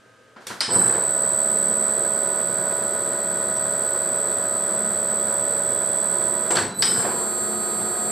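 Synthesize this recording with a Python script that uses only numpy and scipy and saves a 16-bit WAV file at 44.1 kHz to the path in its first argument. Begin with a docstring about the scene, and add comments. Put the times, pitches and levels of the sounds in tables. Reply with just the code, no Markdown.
"""In a small workshop with a running fan, a metal lathe is switched on, runs, brakes and starts again in reverse.
An inverter drives it: its pulses make the motor sing around 8 and 12 kHz, with sidebands that fan out with speed.
Hum and gear tones follow the drive frequency; filtered noise makes the rumble, coloured by the cabinet.
Lever, contactor and gear backlash clack and knock as short bursts of noise and dying tones."""
import sys
import numpy as np
from scipy import signal
from scipy.fft import rfft, irfft, next_fast_len
from scipy.io import wavfile
from scipy.ndimage import uniform_filter1d

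SR = 44100
rng = np.random.default_rng(int(sys.argv[2]) if len(sys.argv) > 2 else 0)


def generate_wav(signal):
    """Clip the signal to [-1, 1] and save it as 16-bit WAV at the path in sys.argv[1]."""
    frames = np.transpose(np.atleast_2d(signal))
    scaled = np.clip(frames, -1, 1) * 32767
    pcm = np.round(scaled).astype(np.int16)
    wavfile.write(sys.argv[1], SR, pcm)


N = 357651
TIME = np.arange(N) / SR
SIZE = 2 * next_fast_len((N + SR // 4) // 2, True)
FREQS = np.maximum(np.fft.rfftfreq(SIZE, 1 / SR), 1)

# inverter output, joined by straight ramps: (time_s, drive_hz)
DRIVE_RAMPS = [(.68, 0), (.92, 35.56), (6.502, 35.56), (6.742, 0), (6.775, 0), (7.015, 35.56)]
FORWARD_AT_SPEED_S, REVERSE_AT_SPEED_S = DRIVE_RAMPS[1][0], DRIVE_RAMPS[5][0]
FULL_HZ, CARRIER_HZ = 35.56, 4000.85  # drive at full speed; switching carrier
BRAKE_S, REVERSE_S = 6.502, 6.76
BELT_TURNS = .1975  # per drive cycle
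# surge of current at each start:
# (start_s, length_s, whine_db, whine_left_minus_right_db, stator_db, rumble_db)
START_SURGES = [(0.699, 0.23, -21.5, -5.5, -34, -34), (6.74, 0.31, -25.5, -1, -34, -55)]
# strongest weaker switching tones: (carrier_multiple, drive_multiple_added, forward_db, reverse_db)
STRONG_SIDEBANDS = [(1, -21, -63, -68), (1, -19, -60, -60), (1, -13, -62, -62), (1, -5, -62, -63),
                    (1, -3, -63, -64), (1, -1, -65, -60), (1, 3, -60, -57), (1, 5, -63, -62),
                    (1, 13, -56, -48), (1, 19, -55.5, -54), (1, 21, -63, -66), (2, -14, -48, -50),
                    (2, -10, -51, -49), (2, -8, -45, -50), (2, -6, -40, -50), (2, -4, -44, -42),
                    (2, 3, -47, -43), (2, 4, -47, -45), (2, 6, -47, -40), (2, 8, -49, -51),
                    (2, 14, -46, -51), (3, -5, -56, -58), (3, -1, -57, -53), (3, 5, -59, -59)]


def undb(db):
    """Decibels to gain."""
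    return 10 ** (np.asarray(db) / 20)


def unit(x):
    """Scale to rms 1."""
    return x / np.sqrt(np.mean(x ** 2))


def curves(table):
    """Each column of a table as a line through time."""
    s, *columns = np.transpose(table)
    return [np.interp(TIME, s, column) for column in columns]


def colour(points):
    """A spectrum in dB on the frequency grid."""
    hz, db = np.transpose(points)
    return np.interp(np.log(FREQS), np.log(hz), db)


def shape(x, db):
    """Filter a sound to the given dB colour without smearing it backwards in time."""
    size = 8192
    cepstrum = irfft(np.log(undb(np.interp(np.fft.rfftfreq(size, 1 / SR), FREQS, db))))
    # folding the cepstrum forwards gives a response that starts at once
    cepstrum[1:size // 2] *= 2
    cepstrum[size // 2 + 1:] = 0
    response = irfft(np.exp(rfft(cepstrum)))
    response /= np.sqrt(np.sum(response ** 2))
    return signal.fftconvolve(x, response)[:len(x)]


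def noise(db):
    """Noise of rms 1 with the given dB spectrum."""
    white = rfft(rng.standard_normal(SIZE))
    return unit(irfft(white * undb(db))[:N])


def walk(rate):
    """Smooth random wandering at about this many steps per second, spread near 1."""
    knots = rng.standard_normal(4096)
    line = np.interp(TIME * rate, np.arange(len(knots)), knots)
    return 1.2 * uniform_filter1d(line, int(SR / rate / 2) + 1)


def pan(db):
    """Left and right gains for a left minus right level difference."""
    return undb(np.array([[.5], [-.5]]) * db)


def dying(t60):
    """One second of exponential decay, falling 60 dB in t60 seconds."""
    return np.exp(-np.log(1000) * TIME[:SR] / t60)


def add(out, s, sound):
    """Mix a short sound in at time s."""
    start = int(s * SR)
    out[..., start:start + sound.shape[-1]] += sound[..., :N - start]


def clack(hz, rise_s):
    """A few strong cycles of metal meeting metal."""
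    t = TIME[:SR]
    envelope = (t / rise_s * np.exp(1 - t / rise_s)) ** 2
    return envelope * np.sin(2 * np.pi * hz * t)


def ring(hz, spread_hz, t60, count=8):
    """A cluster of close modes that beat as they die away."""
    place, phase = rng.random((2, count, 1))
    partials = hz + spread_hz * ((np.arange(count)[:, None] + place) / count - .5)
    waves = np.sin(2 * np.pi * (partials * TIME[:SR] + phase))
    return dying(t60) * waves.sum(0) / np.sqrt(count)


def strike(spectrum_db, crack_t60, room_t60, room_db, rise_s, crack_db):
    """A crack and the room's diffuse tail in one colour, as mid and side; soft contact slows the rise."""
    crack, tail, side = rng.standard_normal((3, SR)) * (1 - np.exp(-TIME[:SR] / rise_s))
    room = undb(room_db) * dying(room_t60)
    mid = undb(crack_db) * crack * dying(crack_t60) + tail * room
    return np.array([shape(mid, spectrum_db), shape(side * room, spectrum_db)])


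def surge(s, length):
    """Starting current, 0 to 1: it rises, holds and falls away as the motor reaches speed."""
    attack_s, release_s = 0.034, 0.12
    rise, fall = (TIME - s) / attack_s, (s + length - TIME) / release_s
    return np.clip(np.minimum(rise, fall), 0, 1)


def voltage(speed):
    """The inverter raises its voltage with speed, up to 1, and keeps a little at standstill."""
    standstill_share = 0.067
    return standstill_share + (1 - standstill_share) * speed ** 1.27


def settled(reverse):
    """How far the gears have settled since the run-up, 0 to 1."""
    settle_s = 0.1
    since_s = np.maximum(TIME - np.where(reverse, REVERSE_AT_SPEED_S, FORWARD_AT_SPEED_S), 0)
    return 1 - np.exp(-since_s / settle_s)


def cabinet():
    """The cabinet strengthens some pitches and weakens others, as a dB response."""
    # resonances and dips: (pitch_hz, width_hz, level_db)
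    resonances = [(153.7, 12.4, -10), (184.7, 22, 7), (235, 25, 3.5), (295.3, 19.6, -17), (354, 14, 2),
                  (610, 35, -6.5), (672, 18, 7), (930, 23, -3), (993, 61, 5.5), (1214, 25, -12),
                  (1466, 96, 4), (1486, 27, -11), (1650, 110, 1.5), (1790, 21, -5), (2115, 27, -14),
                  (2410, 31, -14), (2490, 180, 4.5), (3300, 330, 2), (4220, 57, -3), (5080, 170, -10)]
    return sum(db / (1 + (2 * (FREQS - hz) / width) ** 2) for hz, width, db in resonances)


def smear(x, ramping, room_db, direct_db, t60=0.15):
    """While a tone glides, the room's echo of its earlier pitches beats against it."""
    tails = rng.standard_normal((2, SR)) * dying(t60)
    tails /= np.sqrt(np.sum(tails ** 2, axis=1, keepdims=True))
    echo = signal.fftconvolve(x * ramping, tails, axes=1)[:, :N]
    return x * undb(direct_db * ramping) + undb(room_db) * echo


def left_right(mid, side, running):
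    """Left and right from mid and side: wide at first, then nearly central with some treble spread."""
    treble_hz, idle_width = 9500, 0.36
    treble = np.minimum((FREQS / treble_hz) ** 3, 1)
    running_spread = irfft(rfft(side, SIZE) * treble)[:N]
    spread = running * running_spread + (1 - running) * idle_width * side
    return np.array([mid + spread, mid - spread])


def workshop():
    """Room air as coloured noise and the steady tones of a cooling fan, as mid and side."""
    # colour of the room air: (pitch_hz, level_db per Hz)
    air_colour = [(25, -24), (60, -8), (110, 3), (160, 0), (200, 1.5), (250, 6), (330, 1.5), (480, 9),
                  (800, -3), (1500, 0.5), (2100, -4.5), (3200, -8), (5000, -13), (8600, -14), (14000, -30)]
    # the fan's tones: (pitch_hz, level_db)
    fan_tones = [(118.4, -67), (522.2, -64.5), (646.0, -70), (1254, -63), (1567, -63), (1674, -68)]
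    air_gain = undb(-56)
    spectrum, drift = colour(air_colour), 0.49 * walk(7.4)
    fan = 0
    for hz, db in fan_tones:
        fan = fan + np.sqrt(2) * undb(db) * np.sin(2 * np.pi * hz * TIME + drift)
    return np.array([air_gain * noise(spectrum) + fan, air_gain * noise(spectrum)])


def squeak():
    """A tiny metallic chirp, made slightly rough by a trembling phase."""
    # the chirp: (peak_s, pitch_hz, level_db)
    chirp = (3.572, 5780, -41)
    s, hz, db = chirp
    swell = np.exp(-((TIME - s) / .009) ** 2)
    return undb(db) * swell * np.sin(2 * np.pi * hz * TIME + walk(300))


def knocks():
    """The lever is gripped and snaps through its detents, each contact a burst of noise."""
    # lever contacts: (start_s, level_db, tilt_db per octave, rise_s)
    lever_hits = [(0.361, -33.5, -5.5, 0.005), (.405, -42, 2, .012), (0.4683, -25.5, 4.5, 0.00028),
                  (0.501, -26.5, -4.5, 0.0013), (0.51, -30, -2.5, .002), (6.5065, -21.5, 0.7, 0.00022),
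                  (6.555, -19, 0.5, 0.00041), (6.569, -15.5, -1.6, .001), (6.582, -20.5, -5, 0.0009)]
    # their common colour: (pitch_hz, level_db)
    lever_colour = [(25, -56), (60, -21), (200, -8), (500, -6), (1500, 3.5), (2600, -7.5), (4500, -6.5),
                    (6000, -11), (8500, -13.5), (14000, -29)]
    out, body = np.zeros((2, N)), colour(lever_colour) + 0.4 * cabinet()
    octaves = np.log2(np.maximum(FREQS, 400) / 1000)
    for s, db, tilt, rise_s in lever_hits:
        hit = strike(body + tilt * octaves, crack_t60=0.052, room_t60=0.46, room_db=-8.0,
                     rise_s=rise_s, crack_db=-1.5)
        add(out, s, undb(db) * hit)
    return out


def contactor():
    """The armature slams shut with a solid clack and bounces; then its steel box rattles and rings on."""
    # closings: (start_s, level_db, extra_ringing_db)
    closings = [(0.606, -13.8, 0), (6.8226, -12.6, 1.5)]
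    # colour of the rattle: (pitch_hz, level_db)
    box_colour = [(25, -42), (100, -16), (500, -14), (1000, -7.5), (1700, -4.5), (2600, -9.5), (3150, -11),
                  (3700, -6.5), (4600, -4), (5300, -3.5), (6200, -16.5), (7000, -14.5), (8500, -5.5),
                  (10500, -21.5), (15000, -61)]
    # parts of the armature's clack: (pitch_hz, level_db, rise_s)
    armature_parts = [(4680, 6.3, .0006), (8700, -5, .0004), (13500, -12, .0005)]
    # modes of the steel box: (pitch_hz, spread_hz, level_db, t60_s)
    box_modes = [(1343, 70, -21, 0.43), (3070, 99, -22.5, 0.8), (3340, 120, -23, 0.41),
                 (3810, 170, -21, 0.37), (4300, 73, -21, 0.45), (4820, 110, -19, 0.7),
                 (5030, 150, -16, 0.57), (5170, 60, -17, 0.65), (5290, 54, -19, 0.47),
                 (5780, 240, -21, 0.3)]
    # softer clack as it drops out: (start_s, pitch_hz, level_db, rise_s)
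    release = (6.5685, 4450, -14.5, .002)
    bounce_s, bounce_db, body_lag_s = 0.003, -22, 0.001327
    out, body = np.zeros((2, N)), colour(box_colour)
    armature = sum(undb(db) * clack(hz, rise_s) for hz, db, rise_s in armature_parts)
    for s, db, ring_db in closings:
        add(out[0], s, undb(db) * armature)
        add(out[0], s + bounce_s, undb(db + bounce_db) * armature)
        rattle = strike(body, crack_t60=0.036, room_t60=0.51, room_db=-10.0, rise_s=0.001, crack_db=-1.5)
        add(out, s + body_lag_s, undb(db) * rattle)
        for hz, spread_hz, mode_db, t60 in box_modes:
            add(out[0], s, undb(db + ring_db + mode_db) * ring(hz, spread_hz, t60))
    s, hz, db, rise_s = release
    add(out[0], s, undb(db) * clack(hz, rise_s))
    return out


def clunks():
    """The gears take up their play with a dull ring; the belt thumps as the torque changes."""
    # gear backlash: (start_s, level_db, tilt_db per octave)
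    backlash = [(.469, -40, -5), (.688, -24.5, 0.5), (.706, -25, -2), (.741, -22, 2.5), (.762, -23.5, -1.5),
                (.786, -25, -4.5), (.952, -23, 2), (6.5055, -17.5, -1), (6.547, -29, -5), (7.048, -16, 0.5)]
    # its colour: (pitch_hz, level_db)
    clunk_colour = [(25, -45), (100, -11), (250, -4), (500, 3.5), (750, 1.5), (1400, -7), (2000, -13),
                    (3000, -27), (14000, -53)]
    # modes of the gears: (pitch_hz, spread_hz, level_db, t60_s)
    gear_modes = [(366.5, 62, -9.5, 0.28), (497.5, 26, -10, 0.24), (571, 68, -11.5, 0.052)]
    # belt thumps: (peak_s, level_db)
    belt_thumps = [(0.768, -38), (6.627, -29.5), (6.985, -32)]
    thump_hz, thump_width_s = 109, 0.013
    out, body = np.zeros((2, N)), colour(clunk_colour) + cabinet()

    def octaves(hz):
        """Octaves from 500 Hz, where the tilt leaves the level alone."""
        return np.log2(np.clip(hz, 150, 1200) / 500)

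    for s, db, tilt in backlash:
        hit = strike(body + tilt * octaves(FREQS), crack_t60=0.04, room_t60=0.91, room_db=-9.5,
                     rise_s=0.0014, crack_db=1.5)
        add(out, s, undb(db) * hit)
        for hz, spread_hz, mode_db, t60 in gear_modes:
            add(out[0], s, undb(db + mode_db + tilt * octaves(hz)) * ring(hz, spread_hz, t60))
    for s, db in belt_thumps:
        swell = np.exp(-((TIME - s) / thump_width_s) ** 2)
        out[0] += undb(db) * swell * np.sin(2 * np.pi * thump_hz * (TIME - s))
    return out


def clatter():
    """Loose gear teeth rattle at random against each other while the chuck gathers speed."""
    # rattle in each run-up: (start_s, length_s, level_db)
    rattles = [(0.78, .25, -35), (6.877, .27, -37)]
    # its colour: (pitch_hz, level_db)
    rattle_colour = [(25, -40), (200, 2), (600, -7), (1100, -6), (1500, 4.5), (2000, -8), (2800, -17),
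                     (4000, -27), (7000, -46), (14000, -60)]
    hits_per_s, scatter_db, t60 = 170, 4, 0.024
    struck = rng.random(N) < hits_per_s / SR
    hits = struck * undb(scatter_db * np.clip(rng.standard_normal(N), -2, 2))
    energy = np.maximum(signal.fftconvolve(hits ** 2, dying(t60) ** 2)[:N], 0)
    bursts = np.sqrt(energy) * rng.standard_normal(N)
    rattle = unit(shape(bursts, colour(rattle_colour) + cabinet()))
    return rattle * sum(undb(db) * surge(s, length) for s, length, db in rattles)


def load(speed):
    """Strength of the rumble: it follows speed, swells with each start and again as the run-up ends."""
    full_db, standstill_share = -34, 0.34
    overrun_db, overrun_lag_s, overrun_width_s = -30.5, 0.018, 0.065
    power = (undb(full_db) * (standstill_share + (1 - standstill_share) * np.sqrt(speed))) ** 2
    for s, length, _, _, _, db in START_SURGES:
        power = power + undb(db) ** 2 * surge(s, length)
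    # the gears chatter when the chuck overruns them
    for at_speed_s in (FORWARD_AT_SPEED_S, REVERSE_AT_SPEED_S):
        swell = np.exp(-((TIME - at_speed_s - overrun_lag_s) / overrun_width_s) ** 2)
        power = power + undb(overrun_db) ** 2 * swell
    return np.sqrt(power)


def rumble(angle, speed):
    """Rolling bearings and meshing teeth ring the cabinet; slow turning adds a low groan. Mid and side."""
    # colour of the rumble: (pitch_hz, level_db per Hz)
    rumble_colour = [(25, -38), (50, -21), (70, -24), (110, -3), (190, -6), (450, 2.5), (800, -5),
                     (1500, -6), (2000, -14), (2700, -27), (4400, -19.5), (5300, -25), (10000, -68.5),
                     (14000, -51)]
    grain, flutter, belt_depth = 0.12, 0.075, 0.018
    groan_db, groan_top_hz = -4, 260
    roughness = np.exp(grain * walk(300) + flutter * walk(60))
    contact = unit(roughness * (1 + belt_depth * np.sin(BELT_TURNS * angle)))
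    body = colour(rumble_colour) + cabinet()
    rolling = shape(rng.standard_normal(N) * contact, body)
    low_band = -10 * np.log10(1 + (FREQS / groan_top_hz) ** 4 + (70 / FREQS) ** 4)
    slowness = 2 * np.sqrt(np.maximum(1 - speed, 0))
    groan = noise(body + low_band) * undb(groan_db) * slowness
    return np.array([rolling + groan, noise(body)]) * load(speed)


def hum(angle, speed, reverse):
    """The motor's two low hums and a thin whistle from the gears waver, swell and fade."""
    # pitches of the two hums at full speed: (lower_hz, upper_hz)
    hum_pitches = (214.0, 360.0)
    # their levels at full speed: (time_s, lower_db, upper_db)
    hum_levels = [(1.2, -46, -55), (1.5, -44, -53), (2.08, -43, -45), (2.35, -54, -46), (3.15, -50, -47),
                  (3.45, -46.5, -46), (4.45, -55, -47), (4.9, -40.5, -46.5), (5.25, -43.5, -48),
                  (5.7, -57, -50.5), (6.4, -47, -44), (7.15, -39, -39), (7.45, -39.5, -40), (7.7, -39, -40),
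                  (7.9, -40, -36), (8.0, -41, -43)]
    # the whistle's level at full speed: (time_s, level_db)
    whistle_levels = [(1.0, -64), (1.6, -63), (3.3, -59.5), (6.4, -54.5), (6.9, -69)]
    whistle_hz = 3412.3
    flutter, jitter = 0.27, 0.17
    out = 0
    for hz, db in zip((*hum_pitches, whistle_hz), curves(hum_levels) + curves(whistle_levels)):
        phase = hz / FULL_HZ * angle + jitter * walk(11)
        out = out + undb(db) * (1 + flutter * walk(14)) * np.cos(phase)
    return np.sqrt(2) * out * speed ** 2 * settled(reverse)


def tones(angle, speed, reverse):
    """Magnetic hum and gear mesh, locked to the drive and a little unsteady."""
    # tones at full speed: (pitch_hz, forward_db, reverse_db, slow_wander_db)
    machine_tones = [(71.3, -64, -63, 1.7), (142.7, -56, -60, 2), (179.3, -50, -55, 2.5),
                     (443.4, -52, -45.5, 3), (568.6, -37, -56, .45), (621.8, -47, -55, 1.7),
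                     (639.6, -37.3, -42, .7), (719.7, -53, -44, 1.2), (978.1, -47, -55, 1.7),
                     (1257.3, -45, -42, 1.2), (1329.0, -51, -51, 1.7), (1466.9, -45.3, -51, 1.7),
                     (1616.3, -54, -66, 1.7), (1917.5, -53, -55, 1.7), (1988.8, -58, -63, 1.7),
                     (2040, -64, -66, 1.7), (2153, -65, -68, 1.7), (2446, -67, -68, 1.7),
                     (2519, -66, -65, 1.7)]
    flutter, jitter, drift = 0.097, 0.28, 0.34
    out = 0
    for hz, forward_db, reverse_db, wander_db in machine_tones:
        gain = undb(forward_db) * (1 - reverse) + undb(reverse_db) * reverse
        unsteady = jitter * walk(14) + drift * walk(2.52)
        phase = hz / FULL_HZ * angle + unsteady + 2 * np.pi * rng.random()
        sway = undb(wander_db * walk(3.09)) + flutter * walk(32)
        out = out + gain * np.cos(phase) * sway
    return np.sqrt(2) * out * speed ** 2 * settled(reverse)


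def switching_hash(speed):
    """A hiss hugs the switching tones, and grows while the motor is pulled up to speed."""
    # colour of the hiss: (pitch_hz, level_db per Hz)
    hiss_colour = [(3700, -48), (3900, -23), (4130, -16), (4250, -34), (6500, -26), (7250, -17),
                   (7430, -5.5), (7600, -16.5), (7850, 7), (8000, -1.5), (8200, -10), (8400, -13),
                   (8570, -14), (8850, -7), (9600, -55), (11100, -43), (12000, -15), (13000, -42),
                   (13700, -56)]
    running_db, ramp_db = -37.5, -37
    pulling = uniform_filter1d(1. * (np.gradient(speed) > 0), int(.06 * SR))
    level = undb(running_db) * speed + undb(ramp_db) * pulling * np.sqrt(speed)
    return noise(colour(hiss_colour)) * pan(-1.5) * level


def boost(angle, speed, braking):
    """Odd carrier multiples sound at starts and halt; the motor frame sings as current or braking jolts it."""
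    # singing of the motor frame: (start_s, level_db, mode_spread_hz)
    frame_rings = [(0.71, -32.5, 110), (6.568, -28.5, 522), (6.786, -42, 300)]
    frame_hz = 4410
    start_db, hold_db = -44.5, -41
    third_db, cluster_db, cluster_hz = -3, 2, 330
    starting = undb(start_db) * sum(surge(s, length) for s, length, *_ in START_SURGES)
    holding = undb(hold_db) * braking * (1 - speed) ** 4  # the halted motor is held
    carrier = 2 * np.pi * CARRIER_HZ * TIME
    # a whistle at the carrier, then a tone in a tight cluster of noise at three times its pitch
    out = (starting + holding) * np.cos(carrier + angle)
    cluster = noise(-30 * np.log10(1 + ((FREQS - 3 * CARRIER_HZ) / cluster_hz) ** 2))
    out += starting * (undb(third_db) * np.cos(3 * carrier - angle) + undb(cluster_db) * cluster)
    for s, db, spread_hz in frame_rings:
        add(out, s, undb(db) * ring(frame_hz, spread_hz, t60=0.41))
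    return out


def comb():
    """Weak sidebands at every second drive multiple: even ones at even carrier multiples, odd at odd."""
    # level of each comb: (carrier_multiple, centre_db, slope_db per drive multiple outward)
    comb_levels = [(2, -59.5, -0.06), (3, -62, -0.1931)]
    reach, scatter_db = 21, 6.5  # drive multiples to either side; random spread of the levels
    taken = [(multiple, order) for multiple, order, _, _ in STRONG_SIDEBANDS]
    taken += [(2, order) for order in (-16, -2, 0, 2, 16)]  # the whine and the stator pair
    rows = []
    for multiple, db, slope_db in comb_levels:
        for order in range(-reach, reach + 1):
            if (multiple + order) % 2 == 0 and (multiple, order) not in taken:
                levels = db + slope_db * abs(order) + scatter_db * rng.standard_normal(2)
                rows.append((multiple, order, *levels))
    return rows


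def sidebands(angle, speed, reverse):
    """Weaker switching tones; standing waves make them swell and fade differently at each port."""
    wander_db, flutter = 0.6, 0.078
    mid_pan_db, top_pan_db = -2, 6  # left minus right
    out = np.zeros((2, N))
    # nine random swells are shared out among the tones
    sways = [undb(wander_db * walk(2.3)) * (1 + flutter * walk(40)) for _ in range(9)]
    for multiple, order, forward_db, reverse_db in STRONG_SIDEBANDS + comb():
        phase = 2 * np.pi * (multiple * CARRIER_HZ * TIME + rng.random()) + order * angle
        tone = np.where(reverse, undb(reverse_db), undb(forward_db)) * np.cos(phase)
        sides = pan(top_pan_db if multiple > 2 else mid_pan_db)
        for channel, pick in enumerate(rng.permutation(len(sways))[:2]):
            out[channel] += sides[channel] * tone * sways[pick]
    return np.sqrt(2) * out * speed ** 1.6


def stator(angle, speed, reverse, braking):
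    """Two strong sidebands part from the whine as the motor gathers speed; starts and braking swell them."""
    # the favoured pair:
    # (drive_cycles_off_the_whine, forward_db, reverse_db, braking_db, left_minus_right_db)
    favoured_pair = [(-16, -44, -32.5, -27.5, 0), (16, -44, -37, -43, 11)]
    flutter, wander_db = 0.16, 1.5
    out, carrier = 0, 2 * np.pi * 2 * CARRIER_HZ * TIME
    for order, forward_db, reverse_db, brake_db, pan_db in favoured_pair:
        gain = undb(forward_db) * (1 - reverse) + undb(reverse_db) * reverse
        gain = (gain + undb(brake_db) * braking) * voltage(speed)
        for s, length, _, _, db, _ in START_SURGES:
            gain = gain + surge(s, length) * (undb(db) - gain)
        wander = undb(wander_db * np.array([walk(2.46), walk(1.7)]))
        sway = (1 + flutter * walk(45)) * wander
        out = out + gain * pan(pan_db) * sway * np.cos(carrier + order * angle)
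    return np.sqrt(2) * out


def whine(angle, speed, reverse):
    """Twice the carrier, throbbing at twice the drive frequency; shaft and belt make it flutter."""
    # standing waves shift the forward whine:
    # (time_s, level_db before its overall gain, left_minus_right_db)
    whine_drift = [(1.0, -24, -4), (1.66, -23, -4.5), (2.48, -27, -7.5), (3.12, -28, -3.5), (3.81, -26, -4),
                   (4.75, -26, -3.5), (6.28, -25.5, -8), (6.48, -29.5, -9.5)]
    overall_db, reverse_level_db, reverse_pan_db = 1.55, -32, -13
    shaft_turns = .4859  # per drive cycle: four poles, less slip
    flutter, belt_depth, shaft_depth = 0.039, 0.014, 0.019
    forward_slip, slow_throb = 0.52, 0.11  # radians at full speed; throb left at standstill
    level_db, pan_db = curves(whine_drift)
    forward_gain = undb(level_db + overall_db) * pan(pan_db)
    reverse_gain = undb(reverse_level_db) * pan(reverse_pan_db)
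    gain = (forward_gain * (1 - reverse) + reverse_gain * reverse) * voltage(speed)
    for s, length, db, start_pan_db, _, _ in START_SURGES:
        gain = gain + surge(s, length) * (undb(db) * pan(start_pan_db) - gain)
    centre, lower, upper = 1.12, .42, .78
    carrier = 2 * np.pi * 2 * CARRIER_HZ * TIME
    # the centre tone slips against its neighbours, a quarter cycle in reverse, which smooths the throb
    slip = np.where(reverse, np.pi / 2, forward_slip) * speed ** 4
    throb = slow_throb + (1 - slow_throb) * speed
    neighbours = lower * np.cos(carrier - 2 * angle) + upper * np.cos(carrier + 2 * angle)
    tone = centre * np.cos(carrier + slip) + throb * neighbours
    belt = np.sin(BELT_TURNS * angle) + np.sin(2 * BELT_TURNS * angle + 1)
    turning = 1 + belt_depth * belt + shaft_depth * np.sin(shaft_turns * angle)
    sway = 1 + flutter * (walk(110) + 0.68 * np.array([walk(45), walk(46)]))
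    return gain * tone * turning * sway


def scene():
    """One drive frequency moves every tone of the motor and gears."""
    drive_hz, = curves(DRIVE_RAMPS)
    angle = 2 * np.pi * np.cumsum(drive_hz) / SR  # drive phase in radians
    speed = drive_hz / FULL_HZ  # 0 to 1
    reverse, powered = 1. * (TIME > REVERSE_S), angle > 0
    braking = uniform_filter1d((TIME > BRAKE_S) * (1 - reverse), int(0.042 * SR))
    ramping = uniform_filter1d(1. * (powered & (speed < 1)), int(.03 * SR))
    # side level fades over 0.1 s from the first start, leaving mainly treble width
    running = np.clip((TIME - DRIVE_RAMPS[0][0]) / .1, 0, 1)

    mechanics = workshop() + knocks() + contactor() + clunks() + rumble(angle, speed) * powered
    drivetrain = clatter() + hum(angle, speed, reverse) + tones(angle, speed, reverse)
    gliding = sidebands(angle, speed, reverse) + stator(angle, speed, reverse, braking)
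    inverter = switching_hash(speed) + boost(angle, speed, braking)
    inverter = inverter + smear(gliding * powered, ramping, room_db=1, direct_db=-3.0)
    inverter = inverter + smear(whine(angle, speed, reverse) * powered, ramping, room_db=-12, direct_db=4.0)
    return left_right(*mechanics, running) + squeak() + drivetrain + inverter * powered


def record(dry):
    """Two microphone ports a little apart differ in phase in the treble; the recorder cuts the top."""
    # phase gap between the ports: (pitch_hz, left_lead_radians)
    port_phase = [(100, 0), (2800, 0), (4500, -0.024), (8000, -0.82), (10000, 0.94), (12000, -1.62)]
    top_hz = 14400
    lead = np.array([[.5], [-.5]]) * colour(port_phase)
    heard = irfft(rfft(dry, SIZE) * np.exp(1j * lead))[:, :N]
    return signal.sosfilt(signal.ellip(8, .2, 70, top_hz, fs=SR, output="sos"), heard)


dry = scene()
out = record(dry)
generate_wav(out)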